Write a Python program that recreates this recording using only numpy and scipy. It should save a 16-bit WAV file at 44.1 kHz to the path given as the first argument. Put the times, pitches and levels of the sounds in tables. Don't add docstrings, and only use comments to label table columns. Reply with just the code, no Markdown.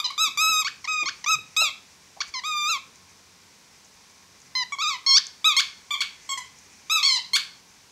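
import sys
import numpy as np
from scipy import signal
from scipy.fft import rfft, irfft, next_fast_len
from scipy.io import wavfile
from scipy.ndimage import uniform_filter1d, map_coordinates

SR = 44100
rng = np.random.default_rng(int(sys.argv[2]) if len(sys.argv) > 2 else 0)


def dump_mix(stems):
    frames = np.atleast_2d(stems).T
    limited = np.clip(frames, -1, 1)
    pcm = np.round(limited * 32767).astype(np.int16)
    wavfile.write(sys.argv[1], SR, pcm)


N = 348831
TIME = np.arange(N) / SR

# f/Hz, relative density/dB per Hz
HISS_SPECTRUM = [(24, -66), (40, -29), (80, -3.5), (117, -10), (192, -1.5), (287, -5), (325, -8),
                 (427, -5.5), (621, -10.5), (973, -4), (1220, -9), (1520, -8.5), (2270, -11.5),
                 (5440, -6.5), (15500, -27.5)]
# f/Hz, level before its sway/dB
HUM_LINES = [(91.5, -79), (137.5, -78.5), (183, -77), (953, -104), (1082, -75), (2046, -80)]
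# f/Hz, relative density/dB per Hz
RUSTLE_SPECTRUM = [(100, 3), (700, -22), (2400, 3), (3300, -18), (6000, 3), (9000, -14), (15000, -35)]
# t/s, half width/s, level/dB
STIRS = [(1.0, 0.84, -57), (2.285, .018, -43), (2.7, 0.98, -80), (4.45, .2, -73.5), (5.5, 1, -65),
         (6.65, 0.87, -58)]
# t/s, level/dB
ROOM_SHARE = [(0, -11), (.5, -18.5), (1.0, -14.5), (1.3, -20), (1.65, -15.5), (2.2, -15.5), (2.6, -18),
              (4.6, -20), (4.9, -14.5), (5.15, -19.5), (5.55, -13.5), (6.3, -8.5), (7.3, -11)]
# f/Hz, time to fall 60 dB/s
ROOM_T60 = [(200, 0.29), (1000, 0.42), (2200, 0.36), (5500, 0.4), (13000, 0.3)]
# f/Hz, level/dB
ROOM_COLOUR = [(200, 22), (1200, 4.5), (2400, 10), (4200, 6.5), (7000, 2.5), (9000, 5), (13000, 7)]
# t/s, level/dB, centre f/Hz, time to fall 60 dB/s
BUMPS = [(.27, -43.5, 275, 0.057), (0.496, -41, 247, 0.041), (1.026, -26.5, 367, 0.023),
         (1.028, -57, 170, 0.11), (1.029, -38, 774, 0.05), (1.329, -49, 212, 0.073),
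         (1.342, -48.5, 117, .3), (1.38, -45, 171, 0.09), (1.385, -51, 410, 0.066),
         (1.617, -24, 710, 0.026), (1.616, -57, 220, 0.13), (2.165, -46, 785, 0.16),
         (2.696, -53, 500, 0.13)]
# t/s, level/dB, time to fall 60 dB/s
TICKS = [(2.957, -42.5, 0.019), (3.846, -50, 0.08), (4.402, -48, .02), (4.417, -41, .015),
         (5.268, -23, 0.0079), (6.263, -49, .012), (6.587, -38, 0.021), (6.889, -51, 0.027)]
# f/Hz, partial level/dB
HIGH_REED_TONE = [(1200, -6), (2500, -3), (3800, -1), (5000, -9), (6300, -10), (7500, -10), (8700, -37.5),
                  (9700, -41.5), (11400, -22), (12700, -31.5), (14100, -32.5), (15300, -54)]
LOW_REED_TONE = [(1050, -7.5), (2100, -2.5), (3100, -10), (4300, 1), (5300, -8.5), (6400, -9), (7600, -18),
                 (9000, -28.5), (11200, -36), (13400, -38), (15200, -67)]
# lift f/Hz, lift/dB, shade f/Hz, shade/dB, treble/dB
SQUEEZES = [ (0, 0.013, 0.0049, 0.013, 1257, 0, 71, -23.5, -13, 4040, 10.5, 7260, -4, 7),
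            (.179, 0.285, 0.035, 0.049, 1310, 14, 207, -19, 5, 4500, -1, 2480, -7.5, 2),
            (0.374, 0.632, 0.044, 0.02, 1285, 40, 200, -20, -1, 7760, 0.5, 3570, -6.5, 3.5),
            (0.875, 1.04, 0.012, 0.0096, 1272, 55.5, 180, -24.5, 2.5, 2390, 5, 3760, -10.5, -11.5),
            (1.262, 1.355, 0.029, 0.013, 1269, 1.5, 60, -20, 3.5, 5600, 7, 4270, -9.5, -3),
            (1.565, 1.696, 0.0046, 0.066, 1264, -10.5, 216, -20, -2, 8350, 4.5, 1150, -5, 2),
            (2.437, 2.776, .018, 0.046, 1197, 4.5, 165, -26, 7, 900, 5, 7400, -1, 2),
            (4.722, 4.753, 0.001, 0.019, 1133, -2, 62, -28, -0.5, 7760, 15, 4360, -35, -34),
            (4.786, 4.967, .036, .09, 1188, -25, 255, -25, 1, 2030, 5, 2730, -11, -10),
            (5.444, 5.537, 0.013, 0.063, 1281, -13, 227, -16, -1, 3450, 6.5, 5660, -1, 4),
            (5.907, 5.956, 0.0045, 0.02, 1177, 11.5, 140, -23, 2, 3600, 3, 5600, -12, -1.5),
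            (6.291, 6.334, 0.0022, 0.0077, 1105, 24.5, 11, -28, 2.5, 8250, 18.5, 890, 1.5, 0),
            (6.898, 7.004, 0.022, 0.047, 1312, 19, 172, -19.5, 3, 1100, 0, 2570, -1, 4.5)]
REFILLS = [ (0.043, 0.068, 0.004, .013, 1032, 16, 79, -22, 4, 3300, 3.3, 1880, -22, -21),
           (.103, 0.112, .007, .003, 1134, 0, 30, -29.5, 5, 1190, 20, 6990, -4, 19),
           (0.843, 0.856, 0.00073, 0.014, 1150, 2, 220, -29, 10, 5730, 6.3, 3830, -9, -10),
           (1.242, 1.249, .002, 0.0086, 1120, -2, 220, -25.5, -2, 5700, 8, 4250, -7, -13),
           (2.339, 2.4, .002, 0.015, 1031, 9, 94, -30.5, 0.5, 5750, 5.8, 3720, -5.5, -24),
           (4.552, 4.637, 0.0041, 0.0156, 1037, 39, 83, -24.5, -3.5, 4630, 5.1, 8200, -25, 1),
           (6.375, 6.395, 0.0046, 0.0087, 1023, 0, 30, -30.5, -4, 7800, 9.2, 4150, -15, 3),
           (7.029, 7.18, 0.0027, 0.025, 1050, 34, 110, -21.5, -5, 8460, 2.2, 1460, -14, -2.5)]
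# start t/s, end t/s,
# snap length/s, base f/Hz, level/dB, swell/dB, lift f/Hz, lift/dB, shade f/Hz, shade/dB, treble/dB
GASPS = [ (0.647, .685, 0.016, 1050, -26, -0.5, 7300, 5, 3730, -5.5, -21),
         (1.058, 1.096, 0.012, 1040, -26.5, 0, 6250, 8, 4200, -5.5, -29),
         (2.205, 2.221, 0.0076, 1027, -24.5, -2.5, 6040, 7.5, 4300, 1, -17),
         (5.064, 5.185, .017, 1064, -15.5, 7, 5460, 13, 1600, -9, -2),
         (5.566, 5.608, .012, 1042, -17.5, -1.5, 2920, 6, 1600, -7, 8),
         (6.006, 6.024, 0.0069, 1021, -22.5, -5, 3340, 8.5, 4900, 0.5, 10.5),
         (7.334, 7.37, 0.0095, 1041, -18.5, 1, 3420, 8.5, 1000, -6, 14.5)]
# t/s, half width/s, bend/Hz
PUSHES = [(0.499, 0.015, 49), (0.608, .013, 24), (1.31, 0.0058, 59), (1.619, 0.01156, 95),
          (2.338, 0.0074, 177), (2.486, .038, 62.6), (2.703, 0.02, 175.4), (4.826, 0.011, 154),
          (4.889, 0.0082, 143.4), (5.087, .015, 32), (7.064, .023, 105)]
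OVERBLOW_SHARES = [0, .35, .72, 1]
OVERBLOW_HZ = [0, 290, 360, 660]

HISS_DB, RUSTLE_REST_DB = -55.5, -60
RUSTLE_LUMPS_DB, RUSTLE_LUMPS_PER_S = 1.6, 30
LOW_CUT_HZ, CUTOFF_HZ = 50, 15700
COVER_IN_ROOM = 0.72
HIGH_SCOOP, HIGH_DB_PER_HZ = .1, .045
LOW_SCOOP, LOW_DB_PER_HZ = 0.067, 0.0049
SCOOP_DB = 4
PUSH_DB_PER_HZ = .009
PUSH_SHAPE = 1.244
RELEASE_CURVE = 1.15
STALL_DB, STALL_S = 5.5, 0.014
RUNAWAY_HZ, RUNAWAY_S = 141, 0.0132
FRAY_PER_DB = .12


def from_db(db):
    return 10 ** (np.asarray(db) / 20)


def rms_one(x):
    return x / np.sqrt(np.mean(x ** 2) + 1e-20)


def at_hz(points, hz):
    points = np.array(points)
    return np.interp(np.log(hz + 1e-9), np.log(points[:, 0]), points[:, 1])


def coloured_noise(spectrum, size):
    hz = np.fft.rfftfreq(size, 1 / SR)
    white = rfft(rng.standard_normal(size))
    return rms_one(irfft(white * from_db(at_hz(spectrum, hz)), size))


def waver(t, per_s):
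    knots = rng.standard_normal(1024)
    return map_coordinates(knots, [(t - t[0]) * per_s], order=3, mode="mirror")


def bell(x, centre, width):
    return np.exp(-((x - centre) / width) ** 2)


def hiss():
    return from_db(HISS_DB) * coloured_noise(HISS_SPECTRUM, size=next_fast_len(N))[:N]


def hum(sway_db=6.5, phase_drift=1.0):
    total = 0
    for hz, level_db in HUM_LINES:
        phase = 2 * np.pi * hz * TIME + phase_drift * waver(TIME, per_s=1.63)
        level = from_db(level_db + sway_db * waver(TIME, per_s=3.085))
        total = total + np.sqrt(2) * level * np.sin(phase)
    return total


def rustle():
    stirs = sum(from_db(db) * bell(TIME, s, width_s) for s, width_s, db in STIRS)
    stirred = np.hypot(from_db(RUSTLE_REST_DB), stirs)
    lumps = from_db(RUSTLE_LUMPS_DB * waver(TIME, RUSTLE_LUMPS_PER_S))
    return stirred * lumps * coloured_noise(RUSTLE_SPECTRUM, size=next_fast_len(N))[:N]


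def bedroom(x, first_echo_s=0.0053, early_gain=1.0, early_s=0.02):
    t = TIME[:SR * 3 // 4]
    hz = np.fft.rfftfreq(len(t), 1 / SR)
    white = rfft(rng.standard_normal(len(t)))
    colour = from_db(at_hz(ROOM_COLOUR, hz))
    early = (t > first_echo_s) * (1 + early_gain * np.exp(-t / early_s))
    response = 0
    for k, (_, t60) in enumerate(ROOM_T60):
        share = at_hz([(row[0], j == k) for j, row in enumerate(ROOM_T60)], hz)
        decay = early * from_db(-60 * t / t60)
        band = irfft(white * share * colour, len(t))
        response = response + band * decay / np.sqrt(np.sum(decay ** 2))
    return signal.fftconvolve(x, response)[:N]


def burst(s, level_db, centre_hz, t60, spread, rise_s):
    t = TIME[:SR // 2]
    edges = np.clip([centre_hz / (1 + spread), centre_hz * (1 + spread)], 20, CUTOFF_HZ)
    band = signal.butter(2, edges, "band", fs=SR, output="sos")
    noise = rms_one(signal.sosfilt(band, rng.standard_normal(len(t))))
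    sound = noise * (1 - np.exp(-t / rise_s)) * from_db(level_db - 60 * t / t60)
    return np.pad(sound, (round(s * SR), N))[:N]


def ticks():
    return sum(burst(s, db, centre_hz=6430, t60=t60, spread=0.12, rise_s=0.00022) for s, db, t60 in TICKS)


def bumps():
    return sum(burst(s, db, hz, t60, spread=0.21, rise_s=0.0002) for s, db, hz, t60 in BUMPS)


def during(start_s, end_s):
    t = TIME[(TIME > start_s - .001) & (TIME < end_s + .002)]
    return t, np.linspace(-.5, .5, len(t))


def pushed_hz(t):
    return sum(bend_hz * np.exp(-np.abs((t - s) / width_s) ** PUSH_SHAPE) for s, width_s, bend_hz in PUSHES)


def press(row, scoop, db_per_hz):
    start_s, end_s, rise_s, fall_s, held_hz, sag_hz, drop_hz, base_db, swell_db, *cover = row
    t, progress = during(start_s, end_s)
    hold_s = max(end_s - start_s - rise_s - fall_s, 1e-3)
    risen = np.clip((t - start_s) / rise_s, 0, 1)
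    held = np.clip((t - start_s - rise_s) / hold_s, 0, 1)
    fallen = np.clip(1 + (t - end_s) / fall_s, 0, 1) ** RELEASE_CURVE
    scoop_hz = scoop * held_hz * (1 - risen)
    flat_hz = sag_hz * held + drop_hz * fallen
    push_hz = pushed_hz(t)
    pitch = held_hz - scoop_hz - flat_hz + push_hz
    stall_db = STALL_DB * fallen * np.exp(np.minimum(t - end_s, 0) / STALL_S)
    level_db = base_db + swell_db * progress - SCOOP_DB * (1 - risen)
    level_db += PUSH_DB_PER_HZ * push_hz - db_per_hz * flat_hz - stall_db
    return t, pitch, level_db, cover


def gasp(row):
    start_s, end_s, snap_s, base_hz, base_db, swell_db, *cover = row
    t, progress = during(start_s, end_s)
    since_snap = t - (end_s - snap_s)
    climb_hz = RUNAWAY_HZ * np.exp(np.minimum(since_snap, 0) / RUNAWAY_S)
    overblow_hz = np.interp(since_snap / snap_s, OVERBLOW_SHARES, OVERBLOW_HZ)
    pitch = base_hz + climb_hz + overblow_hz + pushed_hz(t)
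    return t, pitch, base_db + swell_db * progress, cover


def cover_db(hz, cover, lift_width_hz=1000, shade_width_hz=1000):
    lift_hz, lift_db, shade_hz, shade_db, treble_db = cover
    lift = lift_db * bell(hz, lift_hz, lift_width_hz)
    shade = shade_db * bell(hz, shade_hz, shade_width_hz)
    treble = treble_db * np.clip(hz / 5000 - 1, 0, 1)
    return lift + shade + treble


def squeak(blow, reed, jitter, flutter_db, dulling, stop_s, start_s=0.0017):
    t, pitch, level_db, cover = blow
    sag_db = level_db - level_db.max()
    fray = 1 - FRAY_PER_DB * sag_db
    pitch = uniform_filter1d(pitch, size=130) * (1 + jitter * fray * waver(t, per_s=400))
    phase = 2 * np.pi * np.cumsum(pitch) / SR
    k = np.arange(1, 17)[:, None]
    partial_hz = k * pitch
    waves = np.sin(k * phase + rng.uniform(0, 2 * np.pi, k.shape)) * (partial_hz < CUTOFF_HZ)
    reed_db = at_hz(reed, partial_hz) + dulling * sag_db * np.log2(k)
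    reed_db += flutter_db * np.array([waver(t, per_s=61.6) for _ in k])
    opening = np.minimum((t - t[0]) / start_s, (t[-1] - t) / stop_s)
    gate = np.sin(np.pi / 2 * np.clip(opening, 0, 1)) ** 2
    out = np.zeros((2, N))
    for path, covered in enumerate([1, COVER_IN_ROOM]):
        partials = from_db(reed_db + covered * cover_db(partial_hz, cover))
        tone = np.sum(partials * waves, axis=0) / np.sqrt(np.sum(partials ** 2, axis=0) / 2)
        out[path, np.round(t * SR).astype(int)] = gate * from_db(level_db) * tone
    return out


def low_reed():
    intakes = [press(row, LOW_SCOOP, LOW_DB_PER_HZ) for row in REFILLS] + [gasp(row) for row in GASPS]
    return sum(squeak(blow, LOW_REED_TONE, jitter=0.0026, flutter_db=1.97, dulling=0.3, stop_s=.003)
               for blow in intakes)


def high_reed():
    blows = [press(row, HIGH_SCOOP, HIGH_DB_PER_HZ) for row in SQUEEZES]
    return sum(squeak(blow, HIGH_REED_TONE, jitter=0.0029, flutter_db=2.0, dulling=0.3, stop_s=0.0019)
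               for blow in blows)


def scene():
    direct, into_room = high_reed() + low_reed() + bumps() + ticks()
    room_share = from_db(np.interp(TIME, *np.transpose(ROOM_SHARE)))
    room = bedroom(into_room * room_share)
    return (direct + room + rustle() + hiss() + hum())[None]


def record(dry):
    low_cut = signal.butter(3, LOW_CUT_HZ, "high", fs=SR, output="sos")
    top_cut = signal.ellip(12, .1, 90, CUTOFF_HZ, fs=SR, output="sos")
    return signal.sosfilt(top_cut, signal.sosfilt(low_cut, dry))


dry = scene()
out = record(dry)
dump_mix(out)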